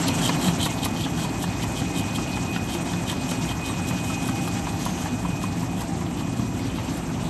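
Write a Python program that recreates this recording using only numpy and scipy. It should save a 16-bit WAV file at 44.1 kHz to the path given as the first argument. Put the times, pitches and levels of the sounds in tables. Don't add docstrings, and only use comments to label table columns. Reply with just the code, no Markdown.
import sys
import numpy as np
from scipy import signal
from scipy.fft import rfft, irfft
from scipy.io import wavfile

SR = 44100
rng = np.random.default_rng(int(sys.argv[2]) if len(sys.argv) > 2 else 0)


def dump_mix(stems):
    frames = np.atleast_2d(stems).T
    limited = np.clip(frames, -1, 1)
    pcm = np.round(limited * 32767).astype(np.int16)
    wavfile.write(sys.argv[1], SR, pcm)


N = 321489

# hit on the rollers in seconds, seconds by which the slide
# peaks earlier, slide length in seconds, relative levels in dB of rasp, edge hiss, snap and knock,
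# knock pitch in Hz, relative thump level in dB.
BLANKS = [(0.09, 0.0073, 0.02, -28.5, -36, -28.5, -47, 1150, -21),
          (0.295, 0.038, 0.07, -28, -31.5, -23, -31, 1150, -40),
          (0.486, 0.025, 0.082, -31.5, -32.5, -29.5, -40, 955, -15),
          (0.664, .027, 0.059, -29, -31.5, -26, -29, 1060, -14),
          (0.859, 0.015, 0.038, -31, -36.5, -29, -29.5, 1105, -22),
          (1.065, 0.049, 0.09, -35.5, -42, -32, -34.5, 1180, -22),
          (1.251, 0.034, 0.074, -36, -39, -34, -38, 1040, -31),
          (1.442, 0.018, 0.053, -39, -39, -30.5, -34, 1180, -19),
          (1.641, 0.015, 0.033, -35.5, -39.5, -44, -32, 1040, -18),
          (1.82, 0.036, 0.051, -36, -40, -34.5, -52, 1040, -13.5),
          (2.004, 0.021, 0.046, -33.5, -35.5, -44, -44, 1050, -22),
          (2.186, 0.025, 0.022, -32, -35.5, -37, -34, 1156, -20),
          (2.374, 0.015, 0.043, -42, -42, -31, -33.5, 1035, -24),
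          (2.564, 0.011, .035, -36.5, -51, -28.5, -37, 1120, -19),
          (2.752, 0.02, 0.078, -36, -40, -35, -38, 1060, -20),
          (2.937, 0.016, 0.046, -40, -56, -30.5, -36, 1060, -20),
          (3.127, 0.034, 0.047, -31.5, -37.5, -32, -42, 1130, -38),
          (3.319, 0.017, 0.039, -38, -37.5, -31.5, -38, 1080, -40),
          (3.513, 0.0073, 0.036, -35, -42, -34, -38, 1100, -23),
          (3.7, 0.03, 0.05, -37, -39, -40, -34.5, 1140, -25),
          (3.911, 0.02, 0.031, -39, -35, -34, -34, 1230, -17),
          (4.1, 0.021, 0.085, -42, -42, -42, -30.5, 1180, -24),
          (4.29, 0.023, 0.091, -42, -40.5, -33, -30.5, 1180, -17.5),
          (4.478, .012, 0.043, -56, -41, -37, -32, 1150, -32),
          (4.672, 0.009, 0.026, -50, -53, -42, -30, 1010, -45),
          (4.864, 0.013, 0.059, -46, -43, -35, -25, 1013, -28),
          (5.06, 0.031, 0.067, -46, -42.5, -30.5, -33, 1034, -41),
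          (5.252, 0.033, 0.047, -49, -46, -63, -28, 1066, -23),
          (5.44, 0.0089, 0.051, -47, -46, -61, -27.5, 1070, -17),
          (5.628, 0.016, 0.05, -61, -50, -42, -32, 995, -35),
          (5.819, 0.014, 0.069, -52, -43.5, -41, -32, 1000, -36),
          (6.012, 0.017, 0.038, -52, -49, -41, -34.5, 1024, -36),
          (6.21, 0.011, 0.062, -55, -48.5, -39, -34, 1024, -37),
          (6.397, 0.012, 0.041, -47, -47, -44, -34.5, 1080, -16.5),
          (6.596, 0.0083, .04, -51, -45, -40, -36, 1010, -31),
          (6.786, 0.015, 0.057, -43, -52, -40, -34, 1025, -34),
          (6.966, 0.012, .04, -55, -47, -46, -44, 1040, -42),
          (7.166, .02, .05, -58, -60, -43, -44, 1030, -36)]


def slides():
    # pitch in Hz, width in Hz, relative level in dB.
    gate_modes = [(1660, 500, -9), (3107, 150, 11.5), (3320, 110, 7.5), (3700, 200, 7.5), (4050, 320, 7),
                  (4740, 920, 9)]
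    # frequency in Hz, relative level in dB.
    edge_spectrum = [(3500, -18), (5300, 3.5), (6300, 0), (7600, 7.5), (8800, 3), (9800, -8), (11800, 2.5)]
    rasps, edges, t = np.zeros(N), np.zeros(N), np.arange(-SR // 10, SR // 10) / SR
    catch_s = .001
    for s, lead, length, rasp_db, edge_db, *_ in BLANKS:
        snags = np.abs(grains(per_s=380, spread_db=2, size=len(t)))
        catches = signal.lfilter([1], [1, -np.exp(-1 / (catch_s * SR))], snags)
        slips = grains(per_s=7000, spread_db=3, size=len(t)) * (.7 + catches)
        tension = 1 + .012 * rng.standard_normal()
        rasp = sum((-1) ** k * from_db(db + rng.standard_normal()) * resonate(slips, hz * tension, width)
                   for k, (hz, width, db) in enumerate(gate_modes))
        start, envelope = s - lead + t[0], swell(t, length)
        add(rasps, start, from_db(rasp_db - 1) * burst(rasp, envelope))
        add(edges, start, from_db(edge_db + .9) * burst(slips, envelope))
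    return rasps + np.std(edges) * colour(edges, edge_spectrum)


def clacks():
    # pitch in Hz, relative level in dB, t60 in seconds.
    snap_modes = [(548, 8, 0.021), (930, 17.5, 0.019), (1346, 8, 0.031), (1605, 10, 0.023),
                  (1924, 10, 0.023), (2150, 3.5, 0.013), (2563, 10, 0.025), (3200, 6, 0.018),
                  (4080, 12.5, 0.0047), (6500, -10, .004)]
    thump_modes = [(106, -9, 0.049), (176, -3, 0.054), (270, -6.5, 0.034)]
    # multiple of its pitch, relative level in dB, t60 in seconds.
    knock_ratios = [(.74, 4, 0.05), (.97, 16, 0.035), (1.08, 6, 0.11)]
    out = np.zeros(N)
    for s, *_, snap_db, knock_db, knock_hz, thump_db in BLANKS:
        knock_modes = [(ratio * knock_hz, db, t60) for ratio, db, t60 in knock_ratios]
        snap = strike(snap_modes, detune=.06, crunch=5, crunch_s=.006)
        knock = strike(knock_modes, detune=.015, crunch=1.5, crunch_s=.005)
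        thump = strike(thump_modes, detune=.04, crunch=.3, crunch_s=.004)
        add(out, s - .003, from_db(snap_db) * snap)
        add(out, s - .002, from_db(knock_db - 1) * knock)
        add(out, s - .003, from_db(thump_db - 4.5) * thump)
    return out


def flicks():
    # start in seconds, level in dB.
    releases = [(0.08, -26.5), (0.654, -28), (0.848, -25.5), (1.426, -32), (1.636, -38), (1.987, -37),
                (2.743, -36), (3.115, -33), (3.311, -33), (4.274, -34), (4.476, -37), (4.852, -31.5),
                (5.431, -36.5), (5.807, -36), (6.971, -38)]
    # frequency in Hz, relative level in dB.
    spectrum = [(3500, -2), (7000, -4), (9500, -5.5), (11800, 1)]
    out, t = np.zeros(N), np.arange(SR // 10) / SR
    decay_s = .009
    for s, db in releases:
        crackle = grains(per_s=5000, spread_db=4, size=len(t)) * np.exp(-t / decay_s)
        add(out, s, from_db(db) * rms_one(crackle) / np.sqrt(10))
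    return np.std(out) * colour(out, spectrum)


def squeaks():
    # peak time and length in seconds, pitch and width in Hz, level in dB.
    rubs = [(0.035, 0.037, 7600, 200, -37), (0.081, 0.024, 4140, 250, -34), (0.293, 0.017, 4000, 2500, -32),
            (0.317, 0.033, 2980, 200, -39), (0.612, 0.022, 3200, 600, -30), (0.652, 0.016, 3770, 700, -30),
            (0.7, 0.021, 2160, 120, -40), (0.706, 0.019, 6640, 2500, -36.5),
            (0.786, 0.016, 3500, 1800, -38), (1.048, 0.02, 3270, 900, -33), (2.332, .025, 4400, 2200, -40),
            (2.87, .025, 3600, 1800, -44), (3.7, .025, 3740, 80, -44), (3.707, 0.022, 8240, 60, -41),
            (4.926, 0.22, 6400, 550, -44.5), (5.79, .03, 3200, 900, -45), (6.07, 0.011, 3200, 1200, -43),
            (6.19, .025, 2800, 900, -46), (6.635, .045, 4200, 2500, -46), (6.705, 0.021, 3100, 800, -43),
            (6.791, .05, 2980, 1200, -53), (6.88, .03, 4300, 900, -49), (6.96, .03, 3300, 1800, -54),
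            (7.262, .04, 3620, 1500, -45)]
    out, t = np.zeros(N), np.arange(-SR // 4, SR // 4) / SR
    for s, length, hz, width, db in rubs:
        add(out, s + t[0], from_db(db) * burst(noise_band(hz, width, len(t)), swell(t, length)))
    return out


def stack():
    # pitch in Hz, relative level in dB, t60 in seconds.
    modes = [(350, 6, 0.12), (428, -1, 0.058)]
    out = np.zeros(N)
    add(out, s=2.748, sound=from_db(-25) * strike(modes, detune=.01, crunch=.5, crunch_s=.006))
    return out


def drone(level_db):
    # pitch in Hz, width in Hz, relative level in dB.
    frame_modes = [(58.3, 30, -7.5), (98.2, 13, -2), (118.7, 13, -4), (183, 41, -5), (246.3, 13.6, -6),
                   (270.2, 43, -3), (336, 19, -9.5)]
    # frequency in Hz, relative level in dB.
    rumble_spectrum = [(25, -28), (40, -30), (55, 0), (80, -4.5), (150, 1.5), (210, -3), (280, -1),
                       (370, -10.5), (460, -16), (800, -29)]
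    boom = sum(from_db(db) * resonate(rng.standard_normal(N), hz, width) for hz, width, db in frame_modes)
    boom = rms_one(signal.sosfilt(signal.butter(2, 380, fs=SR, output="sos"), boom))
    shake = from_db(-5) * boom + from_db(-6) * colour(rng.standard_normal(N), rumble_spectrum)
    deep = signal.sosfiltfilt(signal.butter(4, 135, fs=SR, output="sos"), shake)
    return from_db(-26.5) * deep + from_db(level_db) * (shake - deep)


def shaft():
    # time in seconds, level at the crest in dB.
    levels = [(0, -27), (0.6, -30), (1.2, -31.5), (2.6, -34.5), (3.3, -32), (3.9, -33), (4.6, -31.5),
              (5.7, -28.5), (6.6, -38.5), (7.29, -29.5)]
    hum_db, = in_time(levels)
    hum_hz, throbs_per_s, depth = 174, 6.08, .86
    swing = np.abs(np.cos(np.pi * throbs_per_s * np.arange(N) / SR + .15 * drift(3))) ** 1.6
    hum = sine(hum_hz + 4 * drift(6))
    return from_db(hum_db + .7 * drift(5.1)) * (1 - depth + depth * swing) * hum


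def booms():
    # peak time in seconds, pitch in Hz, level in dB.
    panels = [(0.086, 270, -25), (0.481, 177.7, -23), (2.551, 247.6, -30.5), (4.308, 268, -28),
              (5.131, 243, -26), (6.901, 268, -26.5)]
    out, t = np.zeros(N), np.arange(-SR // 5, SR // 5) / SR
    for s, hz, db in panels:
        add(out, s + t[0], from_db(db) * swell(t, length=.039) * sine(np.full(len(t), hz)))
    return out


def rollers(level_db):
    # frequency in Hz, relative level in dB.
    spectrum = [(300, -6), (480, -3), (580, 2.5), (680, 7.5), (800, 5), (900, 5), (1020, 2), (1250, -2),
                (1600, -9), (2400, -10), (3200, -28), (5000, -56)]
    return from_db(level_db + .7 * drift(31)) * colour(grains(per_s=5000, spread_db=1), spectrum)


def belts(level_db):
    # frequency in Hz, relative level in dB.
    spectrum = [(900, 8.5), (1800, 9), (3100, 6.5), (4200, 4.5), (5200, 4), (6200, 7), (7000, 6),
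                (7700, 5.5), (8700, 5), (9700, -20), (10700, -4.5), (11800, 0)]
    # pitch in Hz, width in Hz, relative level in dB.
    guide_modes = [(2840, 350, -8.5), (3360, 180, -17), (4100, 72, -19), (5870, 110, -13),
                   (7540, 130, -18.5), (11600, 140, -21)]
    rub = flutter(colour(grains(per_s=16000, spread_db=0), spectrum), depth_db=2.5, rate=40)
    hiss = from_db(1.08 * drift(29)) * rub
    jingle = sum(from_db(db + 2.5 * drift(20)) * resonate(grains(per_s=400, spread_db=2), hz, width)
                 for hz, width, db in guide_modes)
    return from_db(level_db) * (hiss + from_db(-3) * jingle)


def motor():
    # time in seconds, level in dB.
    levels = [(0, -54), (0.05, -54), (0.08, -44), (0.17, -42), (0.27, -61), (0.36, -42), (0.43, -46),
              (0.66, -54), (0.73, -42), (0.79, -46), (0.95, -46), (1.04, -46), (1.08, -53), (1.16, -43.5),
              (1.3, -46.5), (1.47, -49), (1.55, -45), (1.8, -46), (1.94, -39), (2.05, -47), (2.15, -40),
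              (2.22, -45.5), (2.33, -39), (2.42, -44.5), (2.52, -38.5), (2.64, -47), (2.87, -47.5),
              (3.08, -46.5), (3.52, -43), (3.58, -52), (3.63, -40), (3.78, -44), (3.92, -37.5), (4.05, -43),
              (4.18, -39), (4.26, -40.5), (4.45, -42), (4.62, -47), (4.75, -47.5), (5.02, -50.5),
              (5.15, -43), (5.22, -48), (5.3, -45.5), (5.46, -42), (5.56, -55), (5.7, -45.5), (5.98, -68),
              (6.2, -50), (6.75, -51), (6.85, -55), (7.29, -52)]
    whine_db, = in_time(levels)
    whine_hz, blanks_per_s = 2499, 5.25
    load = np.sin(2 * np.pi * blanks_per_s * np.arange(N) / SR)
    direct = sine(whine_hz + 3 * load + 1.08 * drift(16))
    scattered = .3 * noise_band(whine_hz, width=50)
    return from_db(whine_db + 1.2 * drift(24)) * (direct + scattered)


def bearings():
    # pitch in Hz, level in dB.
    tones = [(501, -57), (7503, -58.5), (8040, -68)]
    # time in seconds, level in dB.
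    levels = [(0, -45.5), (3.5, -47.5), (4.4, -41.5), (5.3, -51), (6, -41), (6.4, -59), (7.29, -58)]
    near_db, = in_time(levels)
    faint = sum(from_db(db + 1.8 * drift(13)) * sine(hz + 6 * drift(21.5)) for hz, db in tones)
    return faint + from_db(near_db) * noise_band(hz=792, width=38)


def hall(x):
    t = np.arange(SR) / SR
    t60_s, delay_s = .45, .008
    tail = rng.standard_normal(SR) * from_db(-60 * t / t60_s) * (t > delay_s)
    tail = signal.sosfilt(signal.butter(1, 5000, fs=SR, output="sos"), tail)
    return signal.fftconvolve(x, rms_one(tail) / np.sqrt(SR))[:N]


def strike(modes, detune, crunch, crunch_s):
    t = np.arange(SR // 10) / SR
    hz, db, t60 = np.transpose(modes)[:, :, None]
    level_scatter, pitch_scatter = rng.standard_normal((2, len(modes), 1))
    decays = from_db(db + 2 * level_scatter - 60 * t / t60)
    ring = np.sum(decays * np.sin(2 * np.pi * hz * (1 + detune * pitch_scatter) * t), axis=0)
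    band = signal.butter(2, [.85 * hz.min(), 1.12 * hz.max()], "band", fs=SR, output="sos")
    ring = signal.sosfilt(band, ring)
    contact = crunch * rms_one(rng.standard_normal(len(t)) * np.exp(-t / crunch_s)) / np.sqrt(len(t))
    contact[0] += 1
    return rms_one(signal.fftconvolve(contact, ring)[:len(t)]) / np.sqrt(10)


def grains(per_s, spread_db, size=N):
    contacts = (rng.random(size) < per_s / SR) * rng.choice([-1, 1], size)
    return contacts * from_db(spread_db * np.clip(rng.standard_normal(size), -2, 2))


def resonate(x, hz, width):
    r = np.exp(-np.pi * width / SR)
    return rms_one(signal.lfilter([1, 0, -1], [1, -2 * r * np.cos(2 * np.pi * hz / SR), r * r], x))


def noise_band(hz, width, size=N):
    return resonate(resonate(rng.standard_normal(size), hz, width), hz, width)


def sine(hz):
    return np.sqrt(2) * np.sin(2 * np.pi * np.cumsum(hz) / SR)


def colour(x, spectrum):
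    hz = np.arange(N // 2 + 1) * SR / N + 1e-3
    at, db = np.transpose(spectrum)
    skirts = np.minimum(1, hz / at[0]) ** 2 * np.minimum(1, at[-1] / hz) ** 2
    return rms_one(irfft(rfft(x) * skirts * from_db(np.interp(np.log(hz), np.log(at), db)), N))


def flutter(x, depth_db, rate):
    octave = np.log2(np.maximum(np.arange(N // 2 + 1) * SR / N, 1))
    spectrum, centres = rfft(x), np.linspace(np.log2(1500), np.log2(12000), num=7)
    bands = (irfft(spectrum * np.interp(octave, centres, share), N) for share in np.eye(len(centres)))
    return sum(band * from_db(depth_db * drift(rate)) for band in bands)


def drift(rate):
    hz = np.arange(N // 2 + 1) * SR / N
    return rms_one(irfft(rfft(rng.standard_normal(N)) / (1 + (hz / rate) ** 2) ** 2, N))


def swell(t, length):
    return np.exp(-np.abs(2 * t / length) ** 3 / 2)


def burst(x, envelope):
    return rms_one(x * envelope) * np.sqrt(np.mean(envelope ** 2))


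def in_time(rows):
    s, *columns = np.transpose(rows)
    return [np.interp(np.arange(N) / SR, s, c) for c in columns]


def add(out, s, sound):
    at = round(s * SR) + np.arange(len(sound))
    inside = (at >= 0) & (at < N)
    out[at[inside]] += sound[inside]


def from_db(db):
    return 10 ** (np.asarray(db) / 20)


def rms_one(x):
    return x / np.sqrt(np.mean(x ** 2) + 1e-20)


def scene():
    # time in seconds, then relative
    # levels in dB of frame drone, roller rattle and belt hiss.
    walk = [(0.0, -24.5, -33.5, -33.5), (0.45, -23, -31.5, -37.5), (0.67, -27, -35, -39.5),
            (0.99, -26.5, -36, -41), (4.95, -27.5, -37.5, -40), (5.18, -29, -37.5, -44),
            (6.62, -26.5, -39, -44.5), (6.82, -27.5, -38, -43.5), (7.29, -27.5, -38, -44)]
    drone_db, rattle_db, hiss_db = in_time(walk)
    feeder = slides() + flicks() + squeaks() + clacks() + stack()
    frame = drone(drone_db + 2.2) + shaft() + booms()
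    drive = rollers(rattle_db - .9) + belts(hiss_db + 1.5) + motor() + bearings()
    return (feeder + frame + drive + from_db(-16) * hall(feeder))[None]


def record(dry):
    thinned = signal.sosfilt(signal.butter(4, 38, "high", fs=SR, output="sos"), dry)
    return signal.sosfilt(signal.ellip(12, .2, 80, 12000, fs=SR, output="sos"), thinned)


dry = scene()
out = record(dry)
dump_mix(out)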